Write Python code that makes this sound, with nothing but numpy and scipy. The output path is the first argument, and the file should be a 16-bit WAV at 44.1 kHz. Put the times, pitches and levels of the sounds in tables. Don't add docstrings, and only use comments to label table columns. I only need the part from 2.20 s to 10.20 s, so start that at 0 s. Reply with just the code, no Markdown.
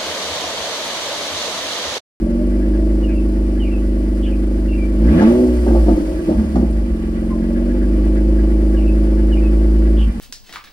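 import sys
import numpy as np
from scipy import signal
from scipy.fft import rfft, irfft, next_fast_len
from scipy.io import wavfile
from scipy.ndimage import uniform_filter1d, minimum_filter1d, map_coordinates

SR = 44100
rng = np.random.default_rng(int(sys.argv[2]) if len(sys.argv) > 2 else 0)


def persist_wave(psi):
    counts = np.round(np.clip(psi, -1, 1) * 32767).astype(np.int16)
    wavfile.write(sys.argv[1], SR, np.atleast_2d(counts).T)


N = 352800
TIME_S = np.arange(N) / SR

# time in seconds, firing rate in Hz.
FIRING_RATE = [(0, 44.2), (.3, 50.18), (.55, 52.12), (1.4, 50.63), (2.74, 51.05), (2.8, 54), (2.866, 61.7),
               (2.938, 80.5), (2.99, 93.2), (3.045, 110.2), (3.07, 116), (3.12, 122.2), (3.2, 124.4),
               (3.38, 120.3), (3.52, 114.3), (4.1, 80.8), (4.28, 66.5), (4.45, 55.95), (4.7, 43.8),
               (5.22, 44.7), (5.7, 51.32), (6.1, 52.92), (6.9, 52.74), (7.5, 54.08), (7.8, 54.05), (8, 45)]
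# time in seconds, throttle 0-1, tip level in dB.
LOAD = [(0, 0.25, -22.5), (.15, 0.46, -24.5), (.55, 0.13, -21), (1.4, 0.09, -24.5), (2.74, 0.05, -24.5),
        (2.85, 0.63, -20), (3.03, 0.99, -14), (3.22, 0.87, -15), (3.4, 0, -23.5), (3.95, 0.06, -23.5),
        (4.3, 0.06, -28.5), (4.8, 0.09, -27.5), (5.3, 0.46, -24), (5.85, 0.21, -21.5), (7.78, 0.16, -22.5),
        (7.81, 0.08, -30), (8, 0.08, -43)]
# strength in dB, lag in firings; scaled per exhaust path.
CYLINDER_OFFSETS = [(3.6, 0.011), (0.9, -0.01), (2.8, -0.002), (3.84, 0.012), (4, -0.0094), (1.6, -0.002)]
# start and length in seconds, boom, drone and tip lifts in dB.
BURBLE_RUNS = [(3.467, 0.098, 0, 6.5, 7), (3.663, 0.062, -1, 8.5, 8.5), (3.773, 0.023, -10, 8, 5.5),
               (4.074, 0.043, 3, 9.5, 10), (4.142, 0.056, 1, 3.5, -0.5), (4.346, 0.09, -0.5, 9.5, 6)]
# start and end in seconds, boom and drone changes in dB.
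INJECTOR_CUTS = [(3.746, 4.134, -6, -6), (4.237, 4.34, -4, 0), (7.901, 7.949, -11.5, -5.5)]
# time in seconds, relative level in dB, snap level in dB.
FUEL_POPS = [(3.008, -3.5, -11), (3.021, -14, -14), (3.065, -22, -25), (3.465, -11.5, -37.5),
             (3.478, -13.5, -21), (3.508, -13.5, -32), (3.549, -10, -29), (3.674, -16, -29.5),
             (3.684, -10, -25.5), (3.708, -17, -31), (3.787, -25.5, -34), (4.073, -32, -41),
             (4.104, -15, -36), (4.125, -23.5, -42), (4.195, -27, -24), (4.357, -11, -17),
             (4.427, -19.5, -39)]
# start and end in seconds, level in dB.
HUM_SPANS = [(3.683, 3.735, -31), (3.763, 3.808, -23), (4.169, 4.217, -13.5)]
HOWL_SPANS = [(.03, .26, -32), (5.2, 5.5, -38)]
# peak time in seconds, level in dB.
BELT_CHIRPS = [(.32, -47.5), (.43, -44), (.55, -49.5), (.9, -46.5), (1.38, -51), (2.08, -49.5),
               (2.891, -37.5), (3.003, -28.5), (3.99, -45), (4.19, -50), (4.98, -54), (5.24, -52.5),
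               (5.37, -45.5), (5.515, -46), (5.63, -43), (5.979, -43.5), (6.2, -44.5), (6.55, -44.5),
               (7.0, -45.5), (7.12, -46.5), (7.43, -48), (7.669, -47.5)]
# start and length in seconds, start and end pitch in Hz,
# relative level in dB, trill depth in Hz.
BIRD_NOTES = [(0.828, .035, 2990, 2750, -38, 20), (0.872, .07, 2570, 2400, -40, 170),
              (0.946, 0.064, 2760, 2570, -38, 20), (1.394, 0.055, 3140, 2710, -34.5, 20),
              (1.435, 0.069, 2410, 2420, -37.5, 120), (1.509, 0.06, 2740, 2545, -35, 20),
              (2.019, 0.078, 3140, 2900, -36.5, 240), (2.112, 0.033, 2650, 2400, -37.5, 110),
              (2.477, 0.096, 2800, 2640, -38, 40), (2.528, .015, 2470, 2250, -37, 130),
              (2.573, .08, 2406, 2303, -33.5, 16), (5.102, .04, 1060, 987, -31, 45),
              (6.565, .035, 2900, 2740, -41, 130), (6.588, 0.055, 2600, 2430, -43.5, 170),
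              (6.656, .06, 2660, 2600, -36.5, 50), (7.12, 0.027, 3037, 2770, -30.5, 20),
              (7.15, 0.045, 2520, 2430, -37, 150), (7.223, .065, 2660, 2520, -37, 20),
              (7.767, 0.083, 3140, 2950, -34.5, 270)]

# frequency in Hz, gain in dB.
SILENCER_RESPONSE = [(12, -53.5), (25, -35), (42, 3), (55, 17), (78, 2), (100, -31.5), (135, -51),
                     (300, -69.5), (1500, -160)]
LONG_PIPE_RESPONSE = [(60, -43.5), (118, -15), (140, -31.5), (165, -1), (190, -4), (215, 3.5), (250, 0.5),
                      (290, -22), (380, -54), (800, -120)]
TIP_RESPONSE = [(150, -62.5), (235, -14), (280, -2), (306, 10), (345, 9), (378, -4), (405, -11), (432, -9),
                (470, -22), (505, -7), (580, -11), (620, -18), (655, -10.5), (730, -34.5), (815, -25),
                (950, -42), (2500, -70.5), (8000, -120)]
RASP_RESPONSE = [(100, -36), (200, 13), (260, 11.5), (350, 13), (460, -24.5), (510, 13), (570, 10.5),
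                 (660, 5.5), (730, -20.5), (840, -2.5), (980, -13.5), (1200, -26), (2500, -37.5),
                 (6000, -29.5), (12000, -100)]
GROWL_RESPONSE = [(120, -34.5), (165, -11), (200, 3.5), (232, -5), (255, 2)]
POP_RESPONSE = [(100, -38.5), (210, 7), (350, 11), (450, -4), (540, 3), (660, 4.5), (740, -4.5), (840, 0),
                (980, -18), (1250, -13), (1700, -45), (3000, -36), (10000, -100)]
SNAP_RESPONSE = [(400, -35.5), (850, 11), (1020, -7), (1230, -3), (1650, 1), (2200, -20), (6000, -18.5),
                 (12000, -47)]
# frequency in Hz, gain in dB.
RUSTLE_SPECTRUM = [(410, 7.5), (700, -9.5), (754, -5.5), (838, -4), (910, -9.5), (1010, -11), (1380, -12),
                   (1660, -10), (1810, -14), (2040, -14.5), (2270, -16), (3640, -26.5), (4200, -34),
                   (5460, -51.5), (9240, -120)]
HISS_SPECTRUM = [(2500, -2), (3200, 0), (3800, -5.5), (4400, 0.5), (5000, 2.5), (5600, -3), (7400, 0.5),
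                 (9400, -1.5), (9700, 2), (9950, 3), (11000, -14), (13000, -3), (14200, -6.5), (15200, -20)]
SWISH_SPECTRUM = [(600, -36), (1100, -16.5), (1450, -3.5), (1650, -9.5), (1950, -1.5), (2300, -13.5),
                  (4000, -31.5), (8000, -80.5)]
CHIRP_SPECTRUM = [(900, -32), (1480, -12), (1650, 4), (1830, -12.5), (2000, -6.5), (2200, -21), (5000, -53)]
# centre in Hz, width in Hz, gain in dB.
NARROW_TONES = [(1140, 24, 7.5), (1644, 14, -3.5), (1966, 11, 6), (2366, 26, 1), (2570, 39, -6),
                (2893, 20, -0.5), (4800, 76, -15.5), (8750, 46, -16)]
# frequency in Hz, T60 in seconds.
YARD_T60 = [(100, 0.06), (600, 0.38), (3000, 0.16), (10000, 0.21)]
# frequency in Hz, side minus mid in dB.
STEREO_WIDTH = [(60, -29.5), (110, -18), (200, -10), (380, -10), (700, -2.5), (1290, 1.5), (2380, 0.5),
                (4400, 9.5), (8120, -7), (15000, 0.5)]
# frequency in Hz, left minus right in dB.
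STEREO_TILT = [(200, -1.5), (380, 0.5), (700, 3.5), (1300, -0.5), (2400, 0), (4400, -2.5), (8000, 0.5)]

IDLE_HZ, TIP_LEAD_FIRINGS = 51, 0.4015
SCATTER_DB, SAG_DB_PER_HZ, COAST_DB_PER_HZ_PER_S = .52, .012, .029
BOOM_DB, BOOM_THROTTLE_DB, BOOM_DB_PER_S = -16, 3.5, 0.1845
DRONE_DB, DRONE_THROTTLE_DB = -25.5, 14.5
BURBLE_ATTACK_S, BURBLE_RELEASE_S, CUT_RAMP_S = 0.0028, 0.029, 0.014
RASP_DB, RASP_PER_SCATTER, RASP_GULP_DB, RASP_THROTTLE_DB = -14, 3.3, 4, 3.5
GROWL_DB, HOWL_HZ, HOWL_HALF_WIDTH_HZ = -6.5, 578, 26
GULP_LAG_S, GULP_EXPONENT = 0.011, 0.74
BAY_DB, BAY_DB_PER_OCTAVE, BAY_GULP_DB, BAY_DB_PER_S = -47.5, 3, 14, 0.32
HISS_DB, HISS_DB_PER_OCTAVE, HISS_GULP_DB, HISS_DB_PER_S = -51.5, 5, 3, 0.13
BELT_DB, BELT_RUB_FIRINGS, CHIRP_RAMP_S = -54, 4.4, 0.032
SPIT_S, SPIT_DB, RUMBLE_DB = 4.5, -53, -43
PIPE_LAG_S, HISS_LAG_S, HISS_DIFFUSE_DB = 0.00024, .00021, 3.5


def exhaust(phase):
    boom_db, drone_db, tip_db = exhaust_levels()
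    pulses = firings(phase, bank_db=-10, bank_lag=0.026, imbalance=0.7, jitter=0.02)
    boom = unit(ring(pulses, SILENCER_RESPONSE))
    pulses = firings(phase, bank_db=2.5, bank_lag=0.015, imbalance=0.74)
    drone = chamber(pulses, LONG_PIPE_RESPONSE, delay_s=0.0075)
    pulses = firings(phase + TIP_LEAD_FIRINGS, bank_db=-7.5, bank_lag=0.049, imbalance=1.03)
    tips = chamber(pulses, TIP_RESPONSE, delay_s=.012)
    return amp(boom_db) * boom + amp(drone_db) * drone + amp(tip_db) * tips + gas_rasp(phase, tip_db)


def firings(phase, bank_db, bank_lag, imbalance, jitter=.012):
    k = np.arange(int(phase[-1]) + 1)
    due = np.searchsorted(phase, k)
    far_bank = k % 2 * (1 - throttle()[due])
    scatter = scatter_db()[due]
    random_db, random_lag = rng.standard_normal((len(k), 2)).T * [scatter, scatter ** 2]
    own_db, own_lag = imbalance * np.array(CYLINDER_OFFSETS)[k % len(CYLINDER_OFFSETS)].T
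    fired = np.searchsorted(phase, k + far_bank * bank_lag + own_lag + jitter * random_lag)
    return np.bincount(np.clip(fired, 0, N - 1), amp(far_bank * bank_db + own_db + random_db), N)


def chamber(pulses, response, delay_s):
    dispersed = filtered(pulses, lambda hz: np.exp(-1j * np.pi * delay_s * hz ** 2 / 300))
    return steady(ring(dispersed, response))


def exhaust_levels():
    lift_db = sum(np.outer(lifts, swell(start, start + length, BURBLE_ATTACK_S, BURBLE_RELEASE_S))
                  for start, length, *lifts in BURBLE_RUNS)
    boom_cut_db, drone_cut_db = sum(np.outer(cuts, swell(start, end, CUT_RAMP_S, CUT_RAMP_S))
                                    for start, end, *cuts in INJECTOR_CUTS)
    boom_db = BOOM_DB + BOOM_THROTTLE_DB * throttle() + BOOM_DB_PER_S * TIME_S + boom_cut_db
    drone_db = DRONE_DB + DRONE_THROTTLE_DB * throttle() + drone_cut_db
    return lift_db + [boom_db, drone_db, curves(LOAD)[1]]


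def crank():
    rate_hz = uniform_filter1d(curves(FIRING_RATE)[0], size=2200)
    return rate_hz, np.gradient(rate_hz) * SR


def throttle():
    return np.clip(curves(LOAD)[0], 0, 1)


def scatter_db():
    rate_hz, slope = crank()
    sag_hz, fall_hz_per_s = np.maximum([IDLE_HZ - rate_hz, -slope * (1 - throttle())], 0)
    return SCATTER_DB + SAG_DB_PER_HZ * sag_hz + COAST_DB_PER_HZ_PER_S * fall_hz_per_s


def gulp():
    rate_hz, slope = crank()
    power = np.maximum(uniform_filter1d(rate_hz * slope, size=2600), 0)
    return np.interp(TIME_S - GULP_LAG_S, TIME_S, power / power.max())


def gas_rasp(phase, tip_db, decay_s=0.14):
    pulses = firings(phase, bank_db=-10, bank_lag=0.028, imbalance=4.7)
    puffs = signal.lfilter([1], [1, -np.exp(-1 / (decay_s * SR))], pulses)
    rasp = steady(ring(puffs * rng.standard_normal(N), RASP_RESPONSE))
    lift_db = RASP_PER_SCATTER * scatter_db() + RASP_GULP_DB * gulp() + RASP_THROTTLE_DB * throttle()
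    return amp(tip_db + RASP_DB + lift_db) * rasp


def growl(phase):
    second = amp(GROWL_DB + along(GROWL_RESPONSE, 2 * crank()[0])) * np.sqrt(gulp())
    third = sum(amp(db) * swell(start, end, 0.023, 0.066) for start, end, db in HUM_SPANS)
    return second * np.sin(2 * np.pi * 2 * phase) + third * np.sin(2 * np.pi * 3 * phase)


def pops(puff_rise_s=0.0013, puff_t60_s=0.11, snap_t60_s=0.071):
    t = np.arange(SR // 8) / SR
    attack = 1 - np.exp(-t / puff_rise_s)
    pushes, puffs, snaps = np.zeros((3, N))
    for start_s, db, snap_db in FUEL_POPS:
        puff, snap = rng.standard_normal((2, len(t)))
        add(pushes, start_s, amp([db + 26.5]))
        add(puffs, start_s, amp(db + 6 - 60 * t / puff_t60_s) * attack * puff)
        add(snaps, start_s, amp(snap_db - 60 * t / snap_t60_s) * snap)
    return ring(pushes + puffs, POP_RESPONSE) + ring(snaps, SNAP_RESPONSE)


def howl():
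    noise = rng.standard_normal(N)
    tone = steady(filtered(noise, lambda hz: 1 / (1 + ((hz - HOWL_HZ) / HOWL_HALF_WIDTH_HZ) ** 4)))
    return tone * sum(amp(db) * swell(start, end, .05, .04) for start, end, db in HOWL_SPANS)


def engine_bay(phase):
    octaves, air = np.log2(crank()[0] / IDLE_HZ), gulp()
    bay_db = (BAY_DB + BAY_DB_PER_OCTAVE * octaves + BAY_GULP_DB * air ** GULP_EXPONENT
              + BAY_DB_PER_S * TIME_S)
    hiss_db = HISS_DB + HISS_DB_PER_OCTAVE * octaves + HISS_GULP_DB * air + HISS_DB_PER_S * TIME_S
    cam = np.cos(phase * np.pi / 3)
    tick = np.exp(-(phase / 2 % 1) / .25)
    flutter_db = 1.4 * wobble(70) * (1 - air / 2)
    rustle = rush(spectrum(RUSTLE_SPECTRUM)) * amp(bay_db + 9.5 + flutter_db + 0.5 * tick)
    tones = rush(narrow_tone_response) * amp(bay_db - 9 + 0.39 * cam + 1.6 * wobble(16))
    hiss = underbody_hiss() * amp(hiss_db + 1.4 * tick + .8 * wobble(90))
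    return rustle + tones + hiss * amp([[-.5], [.5]])


def narrow_tone_response(hz):
    return sum(amp(db) * 1j * hz * width / (centre ** 2 - hz ** 2 + 1j * hz * width)
               for centre, width, db in NARROW_TONES)


def underbody_hiss():
    noises = filtered(rng.standard_normal((3, N)), spectrum(HISS_SPECTRUM))
    direct = filtered(noises[0], lambda hz: np.exp(1j * np.pi * hz * HISS_LAG_S * np.array([[1], [-1]])))
    diffuse = filtered(noises[1:], lambda hz: 1 / (1 + (hz / 7000) ** 2))
    return unit(direct + amp(HISS_DIFFUSE_DB) * diffuse)


def belt(phase):
    rub = (1 + np.cos((phase - BELT_RUB_FIRINGS) * np.pi / 3)) / 2
    level_db = BELT_DB + BAY_DB_PER_S * TIME_S + 2 * wobble(9.5)
    swish = rush(spectrum(SWISH_SPECTRUM)) * rub ** 2 * amp(level_db)
    chirps = sum(amp(db) * swell(s - CHIRP_RAMP_S, s, CHIRP_RAMP_S, CHIRP_RAMP_S)
                 for s, db in BELT_CHIRPS)
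    return swish + rush(spectrum(CHIRP_SPECTRUM)) * chirps


def air_valve():
    air = rush(lambda hz: np.exp(-((hz - 9200) / 1500) ** 2))
    return air * amp(SPIT_DB) * swell(SPIT_S, SPIT_S + .015, .006, .02)


def birds():
    song, trill, waver = np.zeros(N), wobble(600), wobble(220)
    for start_s, length_s, start_hz, end_hz, db, trill_hz in BIRD_NOTES:
        progress = np.linspace(0, 1, int(length_s * SR))
        span = int(start_s * SR) + np.arange(len(progress))
        hz = start_hz + (end_hz - start_hz) * progress + trill_hz * trill[span]
        envelope = amp(db + 2 * waver[span]) * np.sqrt(np.abs(np.sin(np.pi * progress)))
        add(song, start_s, envelope * np.sin(2 * np.pi * np.cumsum(hz) / SR))
    return song


def rumble():
    return amp(RUMBLE_DB) * unit(filtered(rng.standard_normal(N), lambda hz: 1 / (1 + (hz / 110) ** 4)))


def yard(x):
    hz, t, noise = signal.stft(rng.standard_normal((2, SR // 2)), SR, nperseg=256)
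    tail = signal.istft(noise * amp(-60 * t / along(YARD_T60, hz)[:, None]), SR, nperseg=256)[1]
    wet = signal.fftconvolve(x[None], tail / np.linalg.norm(tail[0]), axes=1)[:, :N]
    return filtered(wet, lambda f: f ** 2 / (f ** 2 + 750 ** 2))


def amp(db):
    return 10 ** (np.asarray(db) / 20)


def unit(x):
    return x / np.sqrt(np.mean(x ** 2) + 1e-20)


def steady(x):
    power = uniform_filter1d(uniform_filter1d(x ** 2, size=3500), size=2600)
    return x / np.sqrt(np.abs(power) + 1e-20)


def along(points, hz):
    knots_hz, values = np.transpose(points)
    return np.interp(np.log(hz + 1), np.log(knots_hz + 1), values)


def spectrum(points):
    return lambda hz: amp(along(points, hz))


def curves(rows):
    knots_s, *columns = np.transpose(rows)
    return [np.interp(TIME_S, knots_s, column) for column in columns]


def swell(start_s, end_s, attack_s, release_s):
    return np.clip(np.minimum((TIME_S - start_s) / attack_s, 1 - (TIME_S - end_s) / release_s), 0, 1)


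def wobble(knots_per_s):
    return map_coordinates(rng.standard_normal(int(N * knots_per_s / SR) + 4), [TIME_S * knots_per_s])


def filtered(x, response):
    size = next_fast_len(N + SR // 2)
    return irfft(rfft(x, size) * response(np.fft.rfftfreq(size, 1 / SR)), size)[..., :N]


def ring(x, points, size=32768):
    cepstrum = irfft(np.log(amp(along(points, np.fft.rfftfreq(size, 1 / SR)))))
    cepstrum[1:size // 2] *= 2
    cepstrum[size // 2 + 1:] = 0
    impulse = irfft(np.exp(rfft(cepstrum)))[:size // 2]
    running = np.pad(x, (size // 4, 0), "reflect")
    return signal.fftconvolve(running, impulse)[size // 4:][:N]


def rush(response):
    mid, side = filtered(rng.standard_normal((2, N)), response)
    side = filtered(side, spectrum(STEREO_WIDTH))
    return np.array([mid + side, mid - side]) / np.std(mid)


def add(track, start_s, sound):
    part = track[round(start_s * SR):][:len(sound)]
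    part += sound[:len(part)]


def sides(hz):
    return np.array([[1], [-1]]) * hz ** 2 / (hz ** 2 + 110 ** 2)


def scene():
    phase = np.cumsum(crank()[0]) / SR - .45
    pipes = exhaust(phase) + rumble() + growl(phase) + howl() + pops()
    direct = filtered(pipes, lambda hz: np.exp(1j * np.pi * hz * PIPE_LAG_S * sides(hz)))
    song = birds()
    far_birds = amp(-6) * song + amp(-2) * yard(song)
    car = direct + amp(0.5) * yard(pipes) + engine_bay(phase) + belt(phase) + air_valve()
    return filtered(car + far_birds, lambda hz: amp(sides(hz) * along(STEREO_TILT, hz) / 2))


def record(dry):
    ceiling, top_hz = .94, 15200
    needed = np.minimum(1, ceiling / (np.abs(dry).max(0) + 1e-9))
    gain = uniform_filter1d(minimum_filter1d(needed, size=600), size=300)
    return filtered(dry * gain, lambda hz: hz < top_hz)


dry = scene()
out = record(dry)
persist_wave(out)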